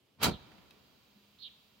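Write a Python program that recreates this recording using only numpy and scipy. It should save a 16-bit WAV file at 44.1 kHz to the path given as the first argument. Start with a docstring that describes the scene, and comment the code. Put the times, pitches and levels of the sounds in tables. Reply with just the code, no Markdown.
"""On a quiet balcony, alcohol vapour catches under a steel pot: one short puff of turbulent noise, a bright
rush that sinks into a low flutter, coloured by the resonances of the pot and its foil windscreen.
The flame settles to a faint, sputtering burn with a low hum, and the metal ticks once in its own modes.
A small bird, probably a sparrow, chirps twice across the yard, which echoes both puff and chirps."""
import sys
import numpy as np
from scipy import signal
from scipy.io import wavfile

SR = 44100
rng = np.random.default_rng(int(sys.argv[2]) if len(sys.argv) > 2 else 0)


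def wav_out(sig):
    """Save sig, one row per channel (or a flat mono array), as 16-bit PCM at SR to the path in sys.argv[1]."""
    wavfile.write(sys.argv[1], SR, np.round(np.clip(np.atleast_2d(sig).T, -1, 1) * 32767).astype(np.int16))


N = 79380
T = np.arange(N) / SR

# pops and flaps of the spreading flame: start_s, level_db, pitch_hz
POPS = [(.218, -21, 765), (0.2332, -17, 1100), (0.244, -20, 450), (0.256, -12.5, 1250), (0.268, -16.5, 150),
        (.284, -19, 159.8), (.296, -22, 220), (0.3177, -24.5, 134), (0.345, -27.5, 96.5), (.405, -42, 75)]
# stereo position of the quiet noises: frequency_hz, left_minus_right_db
QUIET_BALANCE = [(60, 9.5), (110, -7), (200, 8), (380, -0.5), (700, 0), (1290, -0.5), (2380, -5.5),
                 (4400, -3.5), (8120, 2), (15000, -0.5)]
# likeness of their two channels: frequency_hz, correlation
QUIET_CORRELATION = [(60, 0.94), (250, 0.8), (1000, 0.34), (4000, 0.22), (14000, 0.069)]


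def from_db(db):
    """Amplitude ratio of a level in decibels."""
    return 10 ** (np.asarray(db) / 20)


def unit_rms(x):
    """Normalisation to unit power."""
    return x / np.sqrt(np.mean(x ** 2) + 1e-20)


def at_hz(rows, hz):
    """A table's columns, interpolated on a logarithmic frequency axis."""
    frequencies, *columns = np.transpose(rows)
    return [np.interp(np.log(hz), np.log(frequencies), column) for column in columns]


def filtered(x, hz, kind, order=2):
    """Maximally flat low-, high- or band-pass filter."""
    return signal.sosfilt(signal.butter(order, hz, kind, fs=SR, output="sos"), x)


def pan(left_minus_right_db):
    """Direction by level difference, at constant total power."""
    return unit_rms(from_db([[left_minus_right_db / 2], [-left_minus_right_db / 2]]))


def drift(corner_hz):
    """Random modulation of unit rms: low-passed noise, drawn at every 20th sample."""
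    pole = np.exp(-2 * np.pi * corner_hz * 20 / SR)
    slow = signal.lfilter([1], [1, -2 * pole, pole * pole], rng.standard_normal(N // 10))[N // 20:]
    return np.interp(np.arange(N) / 20, np.arange(len(slow)), unit_rms(slow))


def swell(full_s, hold_s, rise_db_per_s, fall_db_per_s):
    """Exponential growth, a plateau, then exponential decay."""
    before_s, after_s = np.maximum(full_s - T, 0), np.maximum(T - full_s - hold_s, 0)
    return from_db(-rise_db_per_s * before_s - fall_db_per_s * after_s)


def decay(start_s, t60_s):
    """Exponential decay after a sudden onset."""
    return (T >= start_s) * from_db(-60 * np.maximum(T - start_s, 0) / t60_s)


def resonate(x, hz, width_hz):
    """Damped resonator with unit gain at its peak."""
    radius = np.exp(-np.pi * width_hz / SR)
    feedback = [1, -2 * radius * np.cos(2 * np.pi * hz / SR), radius ** 2]
    return signal.lfilter(np.array([1, 0, -1]) * (1 - radius ** 2) / 2, feedback, x + 1e-18)


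def banded_noise(gain_at, correlation=QUIET_CORRELATION, balance=QUIET_BALANCE):
    """Partly coherent stereo noise, summed band by band; gain_at(hz) is the rms in one octave."""
    edges_hz = np.r_[np.geomspace(40, 7200, 16), 9500, 12000, 14200, 16200]
    out, white = 0, rng.standard_normal((2, 2, N))
    for k, (low, high) in enumerate(zip(edges_hz, edges_hz[1:])):
        mid, side = unit_rms(filtered(white[k % 2], [low, high], "band"))
        hz, octaves = np.sqrt(low * high), np.log2(high / low)
        alike = np.clip(at_hz(correlation, hz)[0], -1, 1)
        pair = np.sqrt(1 + alike) * mid + np.sqrt(1 - alike) * side * [[1], [-1]]
        out = out + gain_at(hz) * pan(at_hz(balance, hz)[0]) * pair * np.sqrt(octaves / 2)
    return out


def flickering_noise(spectrum, flicker_db):
    """Random amplitude modulation: each band wavers independently about its level."""
    return banded_noise(lambda hz: from_db(at_hz(spectrum, hz)[0] + flicker_db * drift(16)))


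def air():
    """Ambient noise: the faint broadband floor of the open air."""
    # frequency_hz, octave_level_db
    spectrum = [(30, -98), (60, -87.5), (110, -78.5), (200, -78.5), (400, -77.5), (900, -83), (1800, -84),
                (3300, -75), (7000, -87.5), (14000, -83)]
    return flickering_noise(spectrum, flicker_db=0.64)


def puff(roughness_db=1.56, surge_db=2, surge_s=0.0036, catch_s=0.203, spent_s=0.345):
    """Turbulent combustion: the treble peaks first and dies fast; the bass lasts while there is vapour."""
    # the rush by register: frequency_hz, octave_level_db, full_s, hold_s, rise_db_per_s, fall_db_per_s
    registers = [(35, -68, 0.51, 0.032, 498, 172), (71, -45, 0.24, 0.069, 415.5, 172),
                 (176, -33.5, 0.2465, 0.025, 482, 220), (560, -38.5, 0.239, 0.047, 700, 282),
                 (1160, -32.5, 0.2378, 0.013, 739, 291), (2000, -36, 0.2364, 0.015, 872, 389.5),
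                 (3710, -30, 0.2341, 0.015, 958, 406), (8100, -33, 0.2357, 0.011, 1454, 452),
                 (13300, -25.5, 0.2334, 0.003, 1792.5, 589)]
    # its stereo position: frequency_hz, left_minus_right_db
    balance = [(60, -15.5), (110, -0.5), (200, 2), (380, -5), (700, -2.5), (1290, -1), (2380, -5),
               (4400, -4), (8120, 1), (15000, 5)]
    # likeness of its two channels: frequency_hz, correlation
    correlation = [(60, 0.59), (200, .8), (600, 0.68), (1200, 0.51), (3000, 0.21), (7000, 0.13),
                   (14000, -0.24)]
    surges = sum(np.exp(-((T - start_s) / surge_s) ** 2) for start_s, _, _ in POPS)
    flame = from_db(roughness_db * drift(82) + surge_db * (surges - 0.5))
    flame *= swell(catch_s, spent_s - catch_s, rise_db_per_s=280, fall_db_per_s=480)

    def gain_at(hz):
        level_db, *shape = at_hz(registers, hz)
        return from_db(level_db) * swell(*shape) * flame
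    return pot(banded_noise(gain_at, correlation, balance))


def pot(x, coupling=1):
    """Forced resonance: the pot and burner boost the flame's noise at their natural frequencies."""
    # resonances at full coupling: frequency_hz, width_hz, boost_db
    modes = [(204, 30, 2), (661, 13, 4), (745, 8.5, 8), (947.6, 31, 7.5), (1014, 37, 6), (1393, 115, 7.5),
             (2180, 52, 2.5), (2354, 100, 10.5), (2639, 39, 10.5), (3150, 56, 10.5), (3910, 85, 10),
             (4120, 32, 11), (4612, 45, 11.5), (8200, 31, 4), (13800, 23, 13.5)]
    return x + coupling * sum((from_db(db) - 1) * resonate(x, hz, width) for hz, width, db in modes)


def echoes(x, t60_s, dull_hz=5100):
    """Diffuse reverberation: dense, dull reflections that die away, different on each side."""
    response = filtered(rng.standard_normal((2, N)), dull_hz, "low") * decay(0, t60_s)
    return signal.fftconvolve(np.atleast_2d(x), unit_rms(response) / np.sqrt(N), axes=1)[:, :N]


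def pops(cycles_to_fall_60_db=1.62):
    """Heavily damped oscillation: each flap of the flame is about one swing of pressure."""
    out = 0
    for start_s, level_db, pitch_hz in POPS:
        cycles = np.maximum(T - start_s, 0) * pitch_hz
        out = out + from_db(level_db - 60 * cycles / cycles_to_fall_60_db) * np.sin(2 * np.pi * cycles)
    return out * pan(-2)


def burn(start_s=0.23, grow_s=0.06, settle_db_per_s=24):
    """Combustion noise: a faint hiss and a dying rumble excite the pot weakly, above a hum."""
    # the steady flame: frequency_hz, octave_level_db
    hiss_spectrum = [(60, -85.5), (200, -92.5), (500, -92), (1200, -77), (1800, -85), (2700, -72.5),
                     (4200, -73), (6000, -79), (9500, -87.5), (13000, -77), (15000, -73)]
    # the settling flame at its start: frequency_hz, octave_level_db
    rumble_spectrum = [(40, -76), (90, -65.5), (180, -60.5), (380, -62.5), (800, -63.5), (1600, -67),
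                       (4000, -69), (14000, -105)]
    rumble = flickering_noise(rumble_spectrum, flicker_db=2) * from_db(-settle_db_per_s * (T - start_s))
    hiss = flickering_noise(hiss_spectrum, flicker_db=0.2)
    alight = np.clip((T - start_s) / grow_s, 0, 1)
    return alight * (pot(hiss + rumble, coupling=0.4) + hum())


def hum(pitch_hz=205.7, level_db=-76.5, swell_at_s=1.168, swell_s=0.017, swell_db=-62):
    """Narrow-band noise is heard as a wavering hum; a brief tone at the same pitch swells it once."""
    wavering = from_db(level_db) * unit_rms(resonate(rng.standard_normal(N), pitch_hz, width_hz=11.2))
    envelope = from_db(swell_db) * np.exp(-((T - swell_at_s) / swell_s) ** 2)
    tone = np.sqrt(2) * np.sin(2 * np.pi * pitch_hz * T)
    return (wavering + envelope * tone) * pan(-1)


def bird(buzz_hz=355, buzz_jitter=0.1035, swing_hz=430, buzz_depth=0.4, waver_hz=90):
    """Fast frequency and amplitude modulation make an arching whistle rasp; walls and yard reflect it."""
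    # the two calls: start_s, level_db
    chirps = [(0.267, -53.5), (1.383, -49)]
    # the contour that they share: elapsed_s, pitch_hz, relative_db
    contour = [(0, 3500, -32), (.004, 3750, -16), (.014, 4150, -15), (.032, 4000, -10), (.043, 4030, -1),
               (.058, 3850, -2), (.073, 3600, 0), (.092, 3500, -6), (.104, 2850, -16), (.114, 2600, -40)]
    elapsed_s, contour_hz, contour_db = np.transpose(contour)
    song = 0
    for start_s, level_db in chirps:
        age_s = T - start_s
        buzz_phase = 2 * np.pi * np.cumsum(buzz_hz * (1 + buzz_jitter * drift(60))) / SR
        pitch_hz = np.interp(age_s, elapsed_s, contour_hz)
        pitch_hz += swing_hz * np.sin(buzz_phase) + waver_hz * drift(150)
        sounding = (age_s > 0) & (age_s < elapsed_s[-1])
        envelope = from_db(level_db + np.interp(age_s, elapsed_s, contour_db)) * sounding
        rasp = 1 + buzz_depth * np.cos(buzz_phase)
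        song = song + envelope * rasp * np.sin(2 * np.pi * np.cumsum(pitch_hz) / SR)
    near_walls = from_db(1) * echoes(song, t60_s=0.037)
    yard = from_db(-7.5) * echoes(song, t60_s=0.59)
    return (song + near_walls) * pan(-6) + yard


def sputters():
    """Noise transients: the flame spits in small, dull bursts that decay exponentially."""
    # spits of the flame: start_s, level_db
    spits = [(0.414, -63), (.518, -55), (.582, -56), (1.485, -65)]
    # their spectrum: frequency_hz, relative_octave_level_db
    colour = [(200, -7.5), (800, -7), (1800, -0.5), (3000, -4), (6000, -22), (15000, -35)]
    envelope = sum(from_db(level_db) * decay(start_s, t60_s=0.059) for start_s, level_db in spits)
    return envelope * unit_rms(banded_noise(lambda hz: from_db(at_hz(colour, hz)[0])))


def tick(start_s=0.7076, ring_delay_s=0.0012, crack_db=-56.5, ring_db=-60):
    """Free vibration: the metal cracks, then rings for a moment in its damped modes."""
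    # modes of the metal: frequency_hz, relative_db, t60_s
    modes = [(1860, 1, 0.028), (2580, 3.5, 0.047), (3280, 3, 0.026), (3800, 5, .028), (4450, 4, .025),
             (5220, -3, .02), (6000, -4, 0.022)]
    hiss = unit_rms(filtered(rng.standard_normal((2, N)), 6000, "high"))
    crack = decay(start_s, t60_s=0.012) * hiss
    ring, ring_start_s = 0, start_s + ring_delay_s
    for hz, db, t60_s in modes:
        phase = 2 * np.pi * hz * (T - ring_start_s) + rng.standard_normal((2, 1))
        ring = ring + from_db(db) * decay(ring_start_s, t60_s) * np.sin(phase)
    return from_db(crack_db) * crack + from_db(ring_db) * ring


def scene():
    """Superposition: the ignition and its reverberation in the yard, over the quiet sounds."""
    ignition = puff() + pops()
    yard = from_db(-32.5) * echoes(ignition, t60_s=2.54)
    return ignition + yard + tick() + sputters() + bird() + air() + burn()


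def record(dry, low_cut_hz=45, high_cut_hz=15850):
    """Band limiting: the microphone drops the deep bass, and the top is cut steeply."""
    thin = filtered(dry, low_cut_hz, "high", order=4)
    return signal.sosfilt(signal.ellip(12, 0.1, 80, high_cut_hz, fs=SR, output="sos"), thin)


dry = scene()
out = record(dry)
wav_out(out)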